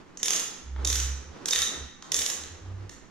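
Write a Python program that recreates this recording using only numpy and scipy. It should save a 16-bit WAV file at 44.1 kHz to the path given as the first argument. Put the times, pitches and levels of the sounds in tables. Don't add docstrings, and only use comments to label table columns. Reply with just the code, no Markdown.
import sys
import numpy as np
from scipy import signal
from scipy.fft import rfft, irfft, next_fast_len
from scipy.io import wavfile
from scipy.ndimage import uniform_filter1d

SR = 44100
rng = np.random.default_rng(int(sys.argv[2]) if len(sys.argv) > 2 else 0)


def wrap_up_sound(samples):
    columns = np.atleast_2d(samples).T
    tamed = np.clip(columns, -1, 1)
    steps = np.round(tamed * 32767).astype(np.int16)
    wavfile.write(sys.argv[1], SR, steps)


N = 136710


def undb(db):
    return 10 ** (np.asarray(db) / 20)


def unit(x):
    return x / np.sqrt(np.mean(x ** 2))


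def along(points, hz):
    f, value = np.array(points, float).T
    return np.interp(np.log(hz + 1), np.log(f), value)


def colour(x, points):
    size = next_fast_len(2 * x.shape[-1], real=True) // 2 * 2
    gain = undb(along(points, np.fft.rfftfreq(size, 1 / SR)))
    cepstrum = irfft(np.log(gain))
    cepstrum[1:size // 2] *= 2
    cepstrum[size // 2 + 1:] = 0
    response = np.exp(rfft(cepstrum))
    return irfft(rfft(x, size) * response)[..., :x.shape[-1]]


def pair(count, share):
    noise, share = rng.standard_normal((3, count)), np.clip(share, 0, 1)
    return np.sqrt(share) * noise[0] + np.sqrt(1 - share) * noise[1:]


def pan(db):
    return undb(np.array([[-db], [db]]) / 2)


def walk(rate):
    k = int(SR / rate)
    steps = np.repeat(rng.standard_normal(N // k + 1), k)
    return unit(uniform_filter1d(uniform_filter1d(steps, k), k)[:N])


def add(out, start, x):
    i = max(int(start * SR), 0)
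    out[..., i:i + x.shape[-1]] += x[..., :max(N - i, 0)]


def ring(modes, t):
    total = 0
    for hz, db, t60 in modes:
        phase = 2 * np.pi * hz * t + rng.uniform(0, 2 * np.pi) + rng.normal(0, 0.36, (2, 1))
        total = total + undb(db - 60 * t / t60) * np.sin(phase)
    return total


def resonate(x, hz, width_hz, db):
    b, a = signal.iirpeak(hz, hz / width_hz, fs=SR)
    return x + (undb(db) - 1) * signal.lfilter(b, a, x)


# t/s, level/dB
RUSTLE_LEVEL = [(0, -51), (.15, -57.5), (.35, -46), (.7, -63.5), (0.819, -45), (1.15, -53.5), (1.42, -47.5),
                (1.6, -49), (1.76, -44), (1.96, -63), (2.15, -48), (2.5, -50), (2.8, -52), (3.1, -57.5)]
# f/Hz, level/dB
CLOTH_TONE = [(60, -24.5), (120, -4), (190, -1.5), (330, 2), (650, -7.5), (1200, -7), (2000, -15.5),
              (3500, -19.5), (6500, -24), (9000, -37.5), (16000, -55)]
# f/Hz, level/dB
AIR_TONE = [(20, 2), (40, -7.5), (120, -5), (280, -4), (600, -20.5), (1800, -18.5), (3000, -27.5),
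            (5000, -37), (6500, -30.5), (9000, -45), (16000, -54)]
AIR_DB, AIR_SHARE, FLUTTER_DB = -53.5, 0.39, 2


def background():
    level_db = np.interp(np.arange(N) / SR, *np.array(RUSTLE_LEVEL).T) + FLUTTER_DB * walk(34.75)
    sleeve = unit(colour(pair(N, AIR_SHARE), CLOTH_TONE)) * undb(level_db)
    air = unit(colour(pair(N, AIR_SHARE), AIR_TONE)) * undb(AIR_DB)
    return sleeve + air


# t/s, level/dB, body (1.5-4.5 kHz) level/dB, low ring level/dB, high ring level/dB,
# treble level/dB, time before the snap starts to fade t/s
KNOCK_TABLE = [(.1726, -10.5, -6, 4, -8, -17, 0.00093), (.1995, -18.5, 3, 7.8, -6, -9, 0.0024),
               (2.0235, -18.5, 5, 4.9, 0, -10, 0.0019), (2.436, -18.5, 5.5, 2, 7, -3, .002),
               (2.894, -17, -0.5, 14, 4, -6.5, 0.0016)]
CLICK_TABLE = [(0.2308, 4, -4, -7, 9.5, -3.5, 0.00065), (0.2575, -4.5, 2, 5, 1, 6, 0.0022),
               (0.2818, 1, 3.5, -11, -4, -1, 0.0015), (0.3062, 4, -0.5, 0, -1, -1, 0.0008),
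               (0.3338, -5, 7.5, 9, -1, 3, 0.0017), (0.3618, 0.5, -2.5, 5, 6.5, -1, 0.00039),
               (0.3942, -4.5, -3, 0, 9.5, 3, 0.0025), (0.8482, 1, -3.5, 3.5, 13, -2.5, 0.0036),
               (0.8734, 2, -4.5, 4, 9, -2, 0.0012), (0.9005, 0.5, -1, 5, 3, -4, 0.0021),
               (0.9278, -4, 6, -7, 5, 5.5, 0.0028), (0.9548, 0, 0, 8.5, 1, -2, 0.0034),
               (1.0002, -1.5, -2.5, 4, 6.5, -2.5, 0.0011), (1.4572, -0.5, -1, 3, 2.5, -4.5, 0.0014),
               (1.4838, -0.5, 2.5, -4, 1, 0.5, 0.0042), (1.5085, 4.5, -8.5, -13, 10, -12, 0.00098),
               (1.5332, 1.5, 2, 10.5, 11.5, 0, 0.0006), (1.5597, -3.5, 9.5, 10, 2.5, 5.5, 0.00071),
               (1.589, 0, 2, 4.5, 2, 1, 0.00036), (1.6183, 3, -1.5, 6.5, 5.5, -6.5, 0.0019),
               (2.1184, 2.5, -3.5, 7, 13.5, -3.5, 0.0028), (2.1434, 4.5, -7, 0, 12, -1, 0.0013),
               (2.1655, -0.5, -4, -5, 0, -2, 0.00094), (2.1902, -1, 1, -2, 8, 4, 0.0019),
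               (2.2172, -2.5, 2, -2, 4, -6, 0.0031), (2.262, -0.5, 0.5, 4, 2.5, 2, 0.0019),
               (2.2994, -2, 1.5, 10, -1, -2, 0.0021)]
# f/Hz, level/dB
CONTACT_TONE = [(100, -28), (350, -22.5), (470, -12), (600, -24.5), (850, -20), (1300, -14.5), (1830, -13),
                (2300, -13.5), (3100, -9), (5000, -8.5), (5600, -4.5), (6050, -2), (6450, -1), (7200, -3.5),
                (8400, -14), (9500, -9), (11600, -14), (12150, -20), (12550, -7.5), (13300, -22.5),
                (16000, -24)]
# f/Hz, level/dB, time to fade by 60 dB t/s
STEEL_MODES = [(1800, -28, 0.083), (3595, -16.5, 0.037), (5120, -50, 0.034), (5550, -32, .12),
               (6100, -43, .15), (6340, -17.5, 0.077), (6600, -33, .1), (6590, -22, 0.079),
               (7084, -37, 0.27), (6990, -25, .2), (9700, -21, .02)]
SNAP_FALL = 0.92
BUZZ_S, BUZZ_DB, CONTACT_DB = 0.0077, -7, -1
LOW_RING_HZ, HIGH_RING_HZ, LOW_WIDTH_HZ, HIGH_WIDTH_HZ = 1890, 3630, 190, 310
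TOOL_SHARE = 0.79


def wrench(table):
    out, t = np.zeros((2, N)), np.arange(SR // 4) / SR
    for start, db, body_db, low_db, high_db, top_db, snap_s in table:
        snap = np.exp(-np.maximum(t / snap_s - 1, 0) / SNAP_FALL)
        buzz = undb(BUZZ_DB) * np.exp(-t / BUZZ_S)
        noise = pair(len(t), TOOL_SHARE) * (snap + buzz)
        hit = colour(noise + ring(STEEL_MODES, t), CONTACT_TONE)
        hit = hit / np.sqrt(np.sum(hit ** 2, axis=1, keepdims=True))
        tone = [(600, body_db / 2), (1500, body_db), (4500, body_db), (5600, 0), (7500, 0), (9500, top_db)]
        hit = colour(hit, tone)
        hit = resonate(hit, LOW_RING_HZ, LOW_WIDTH_HZ, low_db)
        hit = resonate(hit, HIGH_RING_HZ, HIGH_WIDTH_HZ, high_db)
        add(out, start, hit * undb(db + CONTACT_DB))
    return out


# f/Hz, time to fade by 60 dB t/s
ECHO_T60 = [(200, 0.37), (800, 1.28), (2000, 0.89), (4000, 0.75), (6500, 0.6826), (9000, 0.46),
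            (12500, 0.3235), (15000, 0.4)]
# f/Hz, level/dB
ECHO_TONE = [(200, 1.5), (500, 3.5), (1500, 3), (3600, -2), (6500, 1.5), (10000, 1.5), (15000, -1.5)]
# f/Hz, share (0-1)
ECHO_SHARE = [(300, 0.88), (550, 0.21), (1000, 0), (1500, 0.51), (2400, 0.42), (3500, 0.36), (8000, 0.09)]
ECHO_GAP_S, ECHO_BUILD_S = 0.0073, 0.0054
EARLY_DB, EARLY_S = -1, 0.084


def garage(x):
    t, hz = np.arange(SR) / SR, np.fft.rfftfreq(SR, 1 / SR)
    late = np.maximum(t - ECHO_GAP_S, 0)
    spikes = unit(rng.standard_normal((2, SR)) ** 3)
    early = spikes * undb(EARLY_DB) * np.exp(-late / EARLY_S)
    own = rfft(rng.standard_normal((2, SR)) + early)
    common = rfft(rng.standard_normal(SR))
    share = np.clip(along(ECHO_SHARE, hz), 0, 1)
    noise = np.sqrt(1 - share) * own + np.sqrt(share) * common
    centres = np.geomspace(150, 16000, 14)
    tail = 0
    for centre, weights in zip(centres, np.eye(len(centres))):
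        band = irfft(noise * np.interp(hz, centres, weights))
        tail = tail + band * undb(-60 * t / along(ECHO_T60, centre))
    tail = tail * (1 - np.exp(-late / ECHO_BUILD_S))
    tail = colour(tail / np.sqrt(np.sum(tail ** 2) / 2), ECHO_TONE)
    return signal.fftconvolve(x[:1], tail, axes=1)[:, :N]


# t/s, length t/s, attack t/s, release t/s, first f/Hz, last f/Hz, level/dB
HUM_SWELLS = [(.62, 0.63, 0.18, 0.15, 65.8, 67.4, -27.5), (1.238, 0.11, 0.058, 0.056, 72, 76.4, -38.5),
              (1.53, .17, 0.087, 0.11, 75.6, 76.5, -43), (1.758, .14, 0.071, 0.076, 72, 68, -35.5),
              (2.138, .12, 0.047, 0.042, 73, 71, -45.5), (2.353, .14, .07, 0.034, 74, 77, -46),
              (2.491, 0.093, .03, 0.052, 84.5, 84, -40.5), (2.594, 0.32, 0.1, 0.09, 90.4, 100, -35),
              (2.58, 0.514, 0.062, 0.32, 62.1, 58, -46.5)]
WAVER, OVERTONE_DB, HUM_RIGHT_DB = 0.13, -23.5, 3


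def hum():
    out = np.zeros(N)
    for start, length, attack, release, first_hz, last_hz, db in HUM_SWELLS:
        t = np.arange(int(length * SR)) / SR
        phase = 2 * np.pi * np.cumsum(np.linspace(first_hz, last_hz, len(t))) / SR
        shape = np.minimum(np.minimum(t / attack, (length - t) / release), 1)
        tone = np.sin(phase) + undb(OVERTONE_DB) * np.sin(2 * phase)
        add(out, start, undb(db) * shape * tone)
    return out * (1 + WAVER * walk(120)) * pan(HUM_RIGHT_DB)


# t/s, level/dB, fade time constant t/s
BUMP_TABLE = [(.7622, -19.5, .005), (.796, -26.5, .012), (2.0235, -23.5, 0.0081)]
# f/Hz, level/dB
BUMP_TONE = [(100, -22), (500, -13), (850, 0.5), (1300, -0.5), (1900, -6), (2500, -13), (3400, -9.5),
             (4500, -22), (12000, -44)]


def bumps():
    out, t = np.zeros((2, N)), np.arange(SR // 8) / SR
    for start, db, decay in BUMP_TABLE:
        hit = colour(pair(len(t), TOOL_SHARE) * np.exp(-t / decay), BUMP_TONE)
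        add(out, start, undb(db) * hit / np.sqrt(np.sum(hit ** 2) / 2))
    return out


# t/s, length t/s, f/Hz, level/dB
CHATTER_BURSTS = [(1.522, 0.015, 3700, -22), (1.623, 0.0056, 3660, -21), (1.628, .012, 3805, -25),
                  (1.668, .013, 3706, -27)]
# f/Hz, level/dB, time to fade by 60 dB t/s
LOOSE_MODES = [(3698, -44, 0.63), (3752, -44.5, 0.81), (3944, -42, 0.63), (3930, -40, .4)]


def loose_part():
    out = np.zeros((2, N))
    for start, length, hz, db in CHATTER_BURSTS:
        t = np.arange(int(length * SR)) / SR
        shape = np.sqrt(np.sin(np.pi * t / length))
        add(out, start, undb(db) * shape * np.sin(2 * np.pi * hz * t))
    strongest_start = CHATTER_BURSTS[1][0]
    add(out, strongest_start, ring(LOOSE_MODES, np.arange(SR) / SR))
    return out


def sides(x, points):
    lag_s = 3.3e-5
    hz = np.fft.rfftfreq(N, 1 / SR)
    gain = undb(along(points, hz) / 2)
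    delay = np.exp(-2j * np.pi * hz * lag_s)
    return irfft(rfft(x) * np.array([1 / gain, gain * delay]), N)


# f/Hz, level/dB
TOOL_BALANCE = [(500, 6), (1000, -3), (2000, 0), (3700, 0.5), (5500, 12.5), (7000, 1.5), (12000, 1.5)]
# f/Hz, level/dB
ROOM_BALANCE = [(250, 2), (500, 6.5), (1000, 3), (2000, 0.5), (3700, 0.5), (5500, 4.5), (7000, 2),
                (12000, -1.5)]


def scene():
    tool = wrench(CLICK_TABLE) + wrench(KNOCK_TABLE) + bumps()
    loose = loose_part()
    echo = garage(tool + undb(-7) * loose)
    room = echo + background()
    return sides(tool + loose, TOOL_BALANCE) + sides(room, ROOM_BALANCE) + hum()


def record(dry):
    return signal.sosfilt(signal.ellip(8, .2, 70, 15700, fs=SR, output="sos"), dry)


dry = scene()
out = record(dry)
wrap_up_sound(out)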